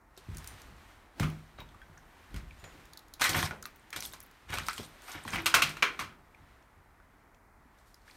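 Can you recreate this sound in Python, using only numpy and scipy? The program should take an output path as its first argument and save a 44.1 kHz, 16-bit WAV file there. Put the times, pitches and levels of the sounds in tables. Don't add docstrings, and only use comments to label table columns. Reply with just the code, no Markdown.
import sys
import numpy as np
from scipy import signal
from scipy.fft import rfft, irfft, next_fast_len
from scipy.io import wavfile
from scipy.ndimage import uniform_filter1d, map_coordinates

SR = 44100
rng = np.random.default_rng(int(sys.argv[2]) if len(sys.argv) > 2 else 0)


def amplitude_ratio(level_db):
    exponent = np.asarray(level_db, float) / 20
    return 10 ** exponent


def transcribe(u):
    v = np.clip(np.atleast_2d(u).T, -1, 1)
    q = np.round(v * 32767).astype(np.int16)
    wavfile.write(sys.argv[1], SR, q)


N = 359856

# (frequency [Hz], level per Hz [dB])
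SAND_COLOUR = [(2350, -19.5), (4000, 4), (6350, -0.5), (9240, 2), (10400, -5), (12000, -1), (15200, -6.5),
               (16200, -40)]
# (time [s], peak [dB], chip pitch [Hz], treble [dB], echo [dB])
CLATTER_BLOWS = [(5.4587, -9, 1180, -3.5, -2.5), (5.464, -7.5, 2780, -4, -1),
                 (5.5407, -1.5, 1410, -11.5, 0), (5.545, -4.5, 2400, -5, 3), (5.6199, -6.5, 2620, -7, 6.5),
                 (5.692, -27, 2600, 0, 4), (5.7684, -28, 1510, -11.5, -2.5), (5.824, -7.5, 2360, -32, -3.5),
                 (5.8272, -6.5, 1520, -19.5, 0), (5.9913, -18, 1230, -12, 5.5), (5.997, -23.5, 1086, -7, 0),
                 (6.01, -25.5, 1300, -13, 7)]


def unit(x):
    return x / np.sqrt(np.mean(x ** 2) + 1e-20)


def share(gain):
    return gain / np.linalg.norm(gain)


def along(points, hz):
    f, v = np.transpose(points)
    return np.interp(np.log(hz + 1), np.log(f + 1), v)


def filtered(x, response):
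    n = x.shape[-1]
    m = next_fast_len(n + 8192)
    return irfft(rfft(x, m) * response(np.fft.rfftfreq(m, 1 / SR)), m)[..., :n]


def resonance(hz, centre_hz, width_hz):
    return 1j * hz * width_hz / (centre_hz ** 2 - hz ** 2 + 1j * hz * width_hz)


def causal(gain):
    cepstrum = irfft(np.log(gain + 1e-5))
    half = len(cepstrum) // 2
    cepstrum[1:half] *= 2
    cepstrum[half + 1:] = 0
    return np.exp(rfft(cepstrum))


def wobble(rate):
    knots = rng.standard_normal(int(N * rate / SR) + 4)
    return map_coordinates(knots, [np.arange(N) * rate / SR])


def add(track, sound, s):
    part = track[round(s * SR):][:len(sound)]
    part += sound[:len(part)]


def swells(rows, rise_s, fall_db_per_s):
    out, t = np.zeros(N), np.arange(SR) / SR
    for s, hold, db in rows:
        decay = amplitude_ratio(db - fall_db_per_s * np.maximum(t - max(hold, rise_s), 0))
        add(out, decay * np.minimum(t / rise_s, 1) ** 2, s)
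    return out


def echo(t):
    # (frequency [Hz], t60 [s])
    room = [(200, 0.72), (700, 0.31), (2000, 0.31), (5000, 0.25), (13000, 0.18)]
    hz, frames, z = signal.stft(rng.standard_normal(len(t)), SR, nperseg=128)
    decay = amplitude_ratio(-60 * frames / along(room, hz)[:, None])
    tail = signal.istft(z * decay, SR, nperseg=128)[1][:len(t)]
    tail *= 1 - np.exp(-t / 0.00053)
    tail *= 1 + 0.86 * np.exp(-t / 0.0092)
    return share(tail)


def boards(hz):
    # (frequency [Hz], width [Hz], level [dB])
    floor_modes = [(44.6, 14, -2.5), (64, 4.1, 0.5), (92, 13, 5), (137, 10, -0.5), (154.9, 7, 3.5),
                   (207, 4.7, -2), (228, 3.4, -6.5), (394, 93, -12.5)]
    return sum((-1) ** k * amplitude_ratio(db) * resonance(hz, c, w) for k, (c, w, db) in enumerate(floor_modes))


def thuds():
    # (time [s], peak [dB], strongest board pitch [Hz], roll length [s])
    blows = [(0.178, -59, 172, 0.07), (0.286, -30.5, 95, 0.048), (0.356, -33.5, 63, 0.061),
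             (0.53, -45.5, 54, 0.067), (0.71, -44, 56.3, 0.07), (1.205, -15.5, 103.6, 0.023),
             (1.245, -45, 158, 0.077), (1.594, -41.5, 129, 0.062), (1.897, -44.5, 143, 0.062),
             (2.341, -30, 55.4, 0.05), (2.63, -41, 68, 0.076), (3.208, -39, 237, 0.061),
             (3.292, -29, 320, 0.07), (3.357, -26, 87, 0.042), (3.429, -25, 81, 0.13),
             (3.956, -40, 317, 0.03), (4.499, -34, 92, 0.065), (4.572, -36.5, 98, 0.061),
             (4.606, -37, 220, 0.04), (4.791, -34, 231, 0.035), (5.149, -37, 305.3, 0.098),
             (5.257, -35, 223, 0.093), (5.331, -30.5, 203, 0.059), (5.569, -34, 137, 0.054),
             (5.636, -38, 140, 0.087), (5.997, -44.5, 126.5, 0.17), (6.398, -49.5, 89.8, 0.11),
             (6.771, -50.5, 89, 0.021)]
    out, t = np.zeros(N), np.arange(SR // 2) / SR
    for s, db, hz, roll in blows:
        force = rng.standard_normal(len(t)) * np.exp(-(t / max(roll, .005)) ** 2)
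        force[:140] += 3 * np.hanning(140)
        blow = filtered(force, lambda f: boards(f) + 1.6 * resonance(f, hz, 0.09 * hz))
        add(out, amplitude_ratio(db - 2.0) * blow / np.abs(blow).max(), s)
    return out


def even(x):
    envelope = np.sqrt(np.abs(uniform_filter1d(x ** 2, int(.06 * SR))))
    return unit(x / (envelope + .2 * x.std()))


def groan():
    # (time [s], boards level [dB], joists level [dB])
    loads = [(0.32, -50.5, -39.5), (0.68, -65, -48.5), (1.229, -32, -39), (1.62, -56, -47), (1.9, -62, -83),
             (2.359, -45, -36.5), (2.74, -50.5, -72), (3.358, -30, -45), (3.65, -59, -87),
             (4.0, -50.5, -59), (4.11, -60, -57), (4.52, -56, -44), (4.62, -50, -64.5), (4.821, -49, -64),
             (5.36, -34.5, -47.5), (5.66, -39, -64), (6.02, -41, -59.5)]
    rise_s, rest_db = 0.095, -74

    def push(column, fall_db_per_s):
        rows = [(row[0] - rise_s, 0, row[column]) for row in loads]
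        return amplitude_ratio(rest_db) + swells(rows, rise_s, fall_db_per_s)

    def upper(f):
        return (boards(f) + 0.36 * resonance(f, 200, 240)) * f / (f + 90)

    load = rng.standard_normal((2, N))
    joists = filtered(load[1], lambda f: resonance(f, 47, 35) ** 2)
    pushed = amplitude_ratio(-6.5) * push(1, fall_db_per_s=130.5) * load[0]
    planking = filtered(pushed, upper) / filtered(load[0], upper).std()
    return planking + amplitude_ratio(-0.5) * push(2, fall_db_per_s=69) * even(joists)


def crack(gain, t60, echo_db, length_s=.4):
    rise_s = .002
    t = np.arange(int(length_s * SR)) / SR
    burst = rng.standard_normal(len(t)) * amplitude_ratio(-60 * t / t60) * np.minimum(0.17 + t / rise_s, 1)
    knots = t[::200]
    lumps = amplitude_ratio(0.49 * np.interp(t, knots, rng.standard_normal(len(knots))))
    source = share(burst) + amplitude_ratio(echo_db) * share(lumps * echo(t))
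    sound = signal.fftconvolve(source, irfft(causal(gain)))[:len(t)]
    return sound / np.abs(sound).max()


def snaps():
    # (frequency [Hz], level per Hz [dB])
    lath = [(470, -15), (800, -9.5), (1440, -1), (1820, -8), (2010, -7.5), (4620, -24), (6500, -19.5),
            (8450, -76), (14300, -120)]
    # (frequency [Hz], width [Hz], level [dB])
    plank = [(1057, 26, 3), (1410, 85, -20), (2052, 27, -3.5), (2370, 130, 5.5), (2660, 56, -3.5),
             (3220, 120, 7), (3800, 35, -15.5), (4160, 150, 4.5), (4800, 82, -18.5), (6040, 67, -4),
             (6850, 31, -4.5), (6820, 32, -6)]
    # (time [s], peak [dB], chip pitch [Hz], treble [dB], hollow body [dB])
    knocks = [(0.175, -36, 3670, -1, 4), (1.1973, -17.5, 2230, -5, 7.5), (1.5855, -31, 1390, -33, 13.5),
              (2.3426, -32.5, 2180, -8, -10), (2.6402, -31.5, 1840, -10, 8), (3.3444, -17.5, 1850, -24, 2),
              (3.348, -15.5, 1870, -17, -10), (3.509, -23, 1380, -25, 13), (3.9619, -18.5, 3670, -2, -3),
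              (4.1346, -28, 1010, -2.5, -5), (4.495, -35, 1320, -25, 4), (4.5026, -28, 1840, -8, -8),
              (4.5392, -18, 1300, -3, -1.5), (4.779, -24.5, 3330, -8.5, -13),
              (4.797, -30.5, 860, -20.5, 20), (4.831, -35, 3650, -20, 0), (5.25, -32, 1060, -6, 15)]
    # (time [s], peak [dB], chip pitch [Hz], treble [dB])
    breaks = [(1.2295, -22.5, 1210, -14), (2.3615, -32, 1970, -6), (3.196, -27.5, 1040, -5),
              (3.211, -15.5, 890, -2), (3.2173, -7, 1750, -6), (3.2399, -11, 2020, -2),
              (3.2567, -14.5, 1920, -12), (3.2924, -14, 2020, -1), (3.368, -23.5, 1350, -9.5),
              (3.3907, -19, 1670, -16.5), (3.458, -29, 1840, -7), (3.928, -23, 1900, -10.5),
              (3.2245, -16, 1600, -8.5), (3.248, -12.5, 2000, -5), (4.572, -21, 2520, -15.5),
              (4.73, -29, 1400, -2), (5.2771, -24, 1860, -12), (5.3336, -19.5, 1060, -22.5)]
    # (time [s], peak [dB], chip pitch [Hz], treble [dB])
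    slivers = [
        (3.4286, -10, 1140, -21.5),
        (3.6553, -20, 1170, -8),
        (4.0247, -17, 2050, -1.5),
        (4.5852, -14.5, 1300, -8),
        (4.685, -12.5, 1300, -15.5),
    ]
    break_body_db = -51.5
    hits = [(*row, -4) for row in knocks]
    hits += [(*row, break_body_db, 1) for row in breaks]
    hits += [(*row, break_body_db, -12) for row in slivers]
    hits += [(*row, -34, echo_db) for *row, echo_db in CLATTER_BLOWS]

    out, f = np.zeros(N), np.fft.rfftfreq(4096, 1 / SR)
    for s, db, hz, treble_db, body_db, echo_db in hits:
        modes = sum(amplitude_ratio(g + rng.normal(0, 4)) * np.abs(resonance(f, c, w)) for c, w, g in plank)
        chip = amplitude_ratio(along(lath, f)) * (1 + 1.7 * modes) + 1.7 * np.abs(resonance(f, hz, 0.11 * hz))
        gain = np.sqrt(max(1 - amplitude_ratio(2 * treble_db), .05)) * share(chip)
        gain += amplitude_ratio(treble_db - 2.0) * share(amplitude_ratio(along(SAND_COLOUR, f)))
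        gain += amplitude_ratio(body_db - 11.0) * share(np.abs(resonance(f, 550, 600)) ** 2)
        t60 = 0.016 + 0.0011 * min(echo_db, 0)
        add(out, amplitude_ratio(db - 5.0) * crack(gain, t60, echo_db + 5.5), s)
    return out


def ringing():
    # (frequency [Hz], level [dB], t60 [s])
    long_modes = [(1140, -8, .1), (1420, -5, .12), (2070, -7.5, .09), (2254, -9, .13), (2420, -11.5, .13),
                  (2630, -9.5, .13), (2870, -7, .1)]
    out, t = np.zeros(N), np.arange(SR // 2) / SR
    for s, db, *_ in CLATTER_BLOWS:
        ring = np.zeros(len(t))
        for hz, g, t60 in long_modes:
            decay = amplitude_ratio(g + rng.normal(0, 4) - 60 * t / t60)
            drift = .09 * np.cumsum(rng.standard_normal(len(t)))
            ring += decay * np.sin(2 * np.pi * hz * rng.normal(1, .012) * t + drift)
        add(out, amplitude_ratio(db - 21) * (1 - np.exp(-t / 0.0027)) * ring, s)
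    return out


def grains(rate, spread_db):
    size = amplitude_ratio(spread_db * np.minimum(rng.exponential(size=N), 3)) * rng.choice([-1, 1], N)
    return unit(size * (rng.random(N) < rate / SR * amplitude_ratio(4 * wobble(30))))


def grit(drive, coarse_gain, fine_gain):
    # (frequency [Hz], level per Hz [dB])
    coarse_colour = [(150, -31), (250, -1.5), (533, -8), (1040, -4), (1890, -4), (3010, -9), (6000, -24),
                     (7800, -41), (13200, -120)]
    coarse = unit(filtered(drive, lambda f: causal(amplitude_ratio(along(coarse_colour, f)))))
    fine = unit(filtered(drive, lambda f: causal(amplitude_ratio(along(SAND_COLOUR, f)))))
    return coarse_gain * coarse + fine_gain * fine


def crunch():
    crumb_hz = [750, 1150, 1700, 2500, 3700, 5500, 8500, 12500]
    # (start [s], press [s], grit level [dB], fine sand against it [dB])
    presses = [(1.2, 0.039, -38, -18), (1.572, 0.034, -45.5, -24), (3.192, 0.17, -32, -6),
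               (3.342, 0.1, -32.5, -2.5), (3.949, 0.019, -37, -2), (4.018, 0.028, -48.5, 10),
               (4.11, .035, -67, -6), (4.476, 0.024, -41, -11), (4.512, 0.048, -33.5, -11),
               (4.6, 0.11, -47, -2.5), (4.82, 0.016, -54.5, 3), (5.02, .05, -52, 0.5),
               (4.65, 0.2, -65.5, 15), (5.066, 0.065, -39.5, -6.5), (5.134, 0.047, -40.5, -40),
               (5.25, 0.11, -44.5, 0), (5.314, 0.087, -30.5, -24), (8.06, 0.05, -56, -5)]
    rise_s, fall_db_per_s = 0.017, 263.5
    crumbs = 0.44 * grains(rate=1500, spread_db=-5.0)
    for hz in crumb_hz:
        crumbs += filtered(grains(rate=160, spread_db=2.0), lambda f: resonance(f, hz, 0.23 * hz))
    crumbs = unit(crumbs)
    tail = echo(np.arange(int(.3 * SR)) / SR)
    drive = crumbs + 1.1 * signal.fftconvolve(crumbs, tail)[:N] + 0.218 * rng.standard_normal(N)
    coarse_rows = [(s, press, db - 9.0) for s, press, db, _ in presses]
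    fine_rows = [(s, press, db + sand_db - 8.0) for s, press, db, sand_db in presses]
    coarse = swells(coarse_rows, rise_s, fall_db_per_s)
    fine = swells(fine_rows, rise_s, fall_db_per_s)
    return amplitude_ratio(1.7 * wobble(30)) * grit(drive, coarse, fine)


def ticks():
    # (frequency [Hz], level per Hz [dB])
    spark = [(2060, -27), (3500, -5.5), (6820, -0.5), (8110, -11.5), (10000, -2), (16200, -6.5)]
    # (time [s], peak [dB], pitch [Hz])
    bright = [(0.3703, -34, 8400), (1.3002, -41.5, 2880), (2.9733, -37, 3930), (3.1374, -34, 4050),
              (2.598, -55, 9000), (0.3472, -46, 6000), (0.3817, -40.5, 6500), (0.443, -40, 1480),
              (0.4738, -32, 8240), (0.617, -42.5, 6100), (2.854, -47.5, 1660), (2.9333, -39.5, 4060),
              (2.9916, -44.5, 3940), (3.0819, -52, 4450), (3.6253, -35, 6850), (3.759, -52, 1930),
              (3.904, -42.5, 1790), (4.0048, -28.5, 5800), (4.0515, -29, 3340), (4.122, -43, 3530),
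              (4.2028, -35.5, 10470), (4.312, -49.5, 1550), (4.666, -33, 4900), (5.02, -46.5, 1430),
              (7.943, -46.5, 5000)]
    # (time [s], peak [dB], pitch [Hz])
    dull = [(1.6027, -42, 3750), (1.6886, -52, 3450), (1.7454, -48.5, 1050), (1.8161, -45, 1660),
            (1.973, -44.5, 1560), (2.5077, -43.5, 2430), (4.2116, -54, 1500), (4.5994, -36, 1838),
            (4.7094, -36.5, 2170), (4.762, -43.5, 3490), (6.125, -50.5, 1450), (6.3463, -49, 2295),
            (6.9994, -53, 1510), (7.345, -59.5, 2800)]
    # (time [s], peak [dB], pitch [Hz])
    pings = [(.166, -53, 5040), (.462, -53, 9000), (.765, -62, 6500), (1.603, -44, 1000), (1.616, -47, 900),
             (1.976, -51, 5950), (3.627, -42, 1390), (3.66, -35.5, 12800), (3.76, -50, 14600),
             (4.059, -32, 11900), (4.114, -49, 7500), (4.128, -44, 13000), (4.215, -53, 6000),
             (4.228, -46, 12500), (4.235, -47, 11500), (4.263, -50, 14000), (6.625, -64, 5700),
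             (6.625, -64, 2810), (7.346, -63, 6280), (3.279, -30, 1300), (3.331, -30.5, 3200),
             (3.333, -29, 4300), (3.461, -37.5, 3600), (3.473, -35, 2000), (3.639, -46, 4100),
             (3.795, -57, 8500), (4.53, -35.5, 1300), (4.554, -37.5, 3300), (4.556, -44, 9200),
             (4.596, -39, 6300), (4.633, -44, 4000), (4.676, -43, 8800), (4.696, -34, 4500),
             (4.706, -42.5, 7800), (4.71, -41.5, 8100), (4.732, -42, 9000), (4.739, -41.5, 8000),
             (4.763, -40.5, 8300), (4.772, -43.5, 6000), (4.781, -39.5, 8000), (5.082, -39, 1380),
             (5.118, -38, 7000), (5.237, -44, 9000), (5.252, -38.5, 900), (5.283, -38.5, 8300),
             (5.304, -37.5, 6500), (5.344, -29, 1500), (5.358, -25, 2300), (5.384, -30, 2100),
             (5.42, -45, 11500), (5.445, -46, 8000), (7.786, -62.5, 6000), (8.018, -61, 4700),
             (8.078, -48, 1680), (8.098, -47, 2100), (8.11, -47, 4100)]
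    hits = [(*row, -5) for row in bright]
    hits += [(*row, -27) for row in dull]
    hits += [(*row, -30) for row in pings]

    out, f = np.zeros(N), np.fft.rfftfreq(2048, 1 / SR)
    for s, db, hz, treble_db in hits:
        body = share(np.abs(resonance(f, hz, 0.3 * hz)) ** 2)
        gain = np.sqrt(max(1 - amplitude_ratio(2 * treble_db), .05)) * body
        gain += amplitude_ratio(treble_db + 7.5) * share(amplitude_ratio(along(spark, f)))
        add(out, amplitude_ratio(db + 1.5) * crack(gain, t60=.012, echo_db=-8, length_s=.2), s)
    return out


def lingering():
    # (time [s], peak [dB], pitch [Hz], t60 [s])
    rings = [ (.175, -52, 380, .1), (3.212, -32, 900, .05), (.385, -57, 9200, .15), (.476, -52, 9500, .22),
             (.476, -58, 6000, .18), (1.21, -25, 105, .16), (1.245, -29, 156, .4), (1.232, -38, 1200, .07),
             (1.215, -40, 2100, .08), (1.25, -33, 92, .35), (1.25, -40, 253, .3), (3.428, -23, 1080, .045),
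             (3.429, -27, 1900, .04), (3.655, -44, 1200, .1), (5.55, -45, 285, .6), (5.56, -45, 480, .25),
             (5.55, -46, 690, .6), (5.83, -45, 480, .4), (5.83, -44, 400, .5), (5.83, -47, 310, .35),
             (6.0, -49, 320, .3), (3.509, -35, 1450, .07), (.476, -59, 14500, .15), (1.58, -57, 3800, .3),
             (1.603, -51, 3800, .1), (1.6, -57, 14600, .12), (1.816, -57, 3300, .08),
             (1.82, -50, 1550, .12), (1.972, -52, 1550, .08), (2.59, -64, 7000, .3),
             (2.645, -55, 7000, .24), (3.41, -47, 13400, .12), (3.428, -42, 9600, .13),
             (4.797, -42, 400, .1), (5.385, -42, 330, .9), (5.635, -39, 137, .45), (6.005, -50, 2750, .28),
             (6.343, -58, 2400, .06), (6.42, -58, 280, .08), (7.655, -56, 250, .1)]
    out, t = np.zeros(N), np.arange(SR // 2) / SR
    for s, db, hz, t60 in rings:
        drift = .05 * np.cumsum(rng.standard_normal(len(t))) * hz / 5000
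        envelope = amplitude_ratio(db - 60 * t / t60) * (1 - np.exp(-t / 0.00037))
        add(out, envelope * np.sin(2 * np.pi * hz * t + drift), s)
    return out


def brush():
    # (time [s], rustle level [dB])
    movement = [(0.0, -84.5), (0.22, -62.5), (0.5, -56.5), (0.75, -62.5), (0.9, -60.5), (1.1, -69),
                (1.38, -60.5), (2.04, -65), (2.63, -60), (3.15, -67), (3.93, -63.5), (4.4, -65),
                (5.09, -58.5), (5.91, -58), (6.2, -71.5), (6.52, -67), (6.7, -75), (7.7, -75), (8.16, -58)]
    # (start [s], length [s], level [dB])
    sleeve = [
        (7.765, 0.042, -78.5),
        (7.85, .06, -70),
        (7.93, 0.028, -79),
        (8.005, .025, -82),
        (8.04, .13, -75),
    ]
    drive = rng.standard_normal(N) + 0.45 * grains(rate=590, spread_db=-0.5)
    db = np.interp(np.arange(N) / SR, *np.transpose(movement))
    fine = amplitude_ratio(-10.5 - 63.5 + 1.4 * (db + 63.5))
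    fine = fine + swells(sleeve, rise_s=0.021, fall_db_per_s=150)
    return amplitude_ratio(2.5 * wobble(4.0)) * grit(drive, amplitude_ratio(db), fine)


def air():
    # (frequency [Hz], level per Hz [dB])
    colour = [(15, -33.5), (25, 5.5), (45, -0.5), (134, -17), (286, -18.5), (375, -19.5), (407, -21.5),
              (454, -24), (846, -18.5), (1300, -21.5), (1490, -23.5), (2790, -44.5), (4660, -43),
              (14900, -44), (16200, -54)]

    def edge(f):
        return 1 + 1.7 / (1 + ((f - 2150) / 380) ** 4) - .3 / (1 + ((f - 3100) / 500) ** 4)

    hiss = filtered(rng.standard_normal(N), lambda f: amplitude_ratio(along(colour, f)) * edge(f))
    settling = 1 - 0.25 * np.exp(-(np.arange(N) / SR / 0.35) ** 2)
    return amplitude_ratio(-58.5 + 1.0 + 1.0 * wobble(2.0)) * unit(hiss) * settling


def scene():
    floor = thuds() + groan()
    debris = snaps() + ringing() + crunch() + ticks() + lingering()
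    return (floor + debris + brush() + air())[None]


def low_pass(x):
    return signal.sosfilt(signal.butter(12, 16650, fs=SR, output="sos"), x)


def record(dry):
    mix = filtered(dry, lambda f: (1j * f / (33 + 1j * f)) ** 3 * (f < 16000))
    return low_pass(mix)


dry = scene()
out = record(dry)
transcribe(out)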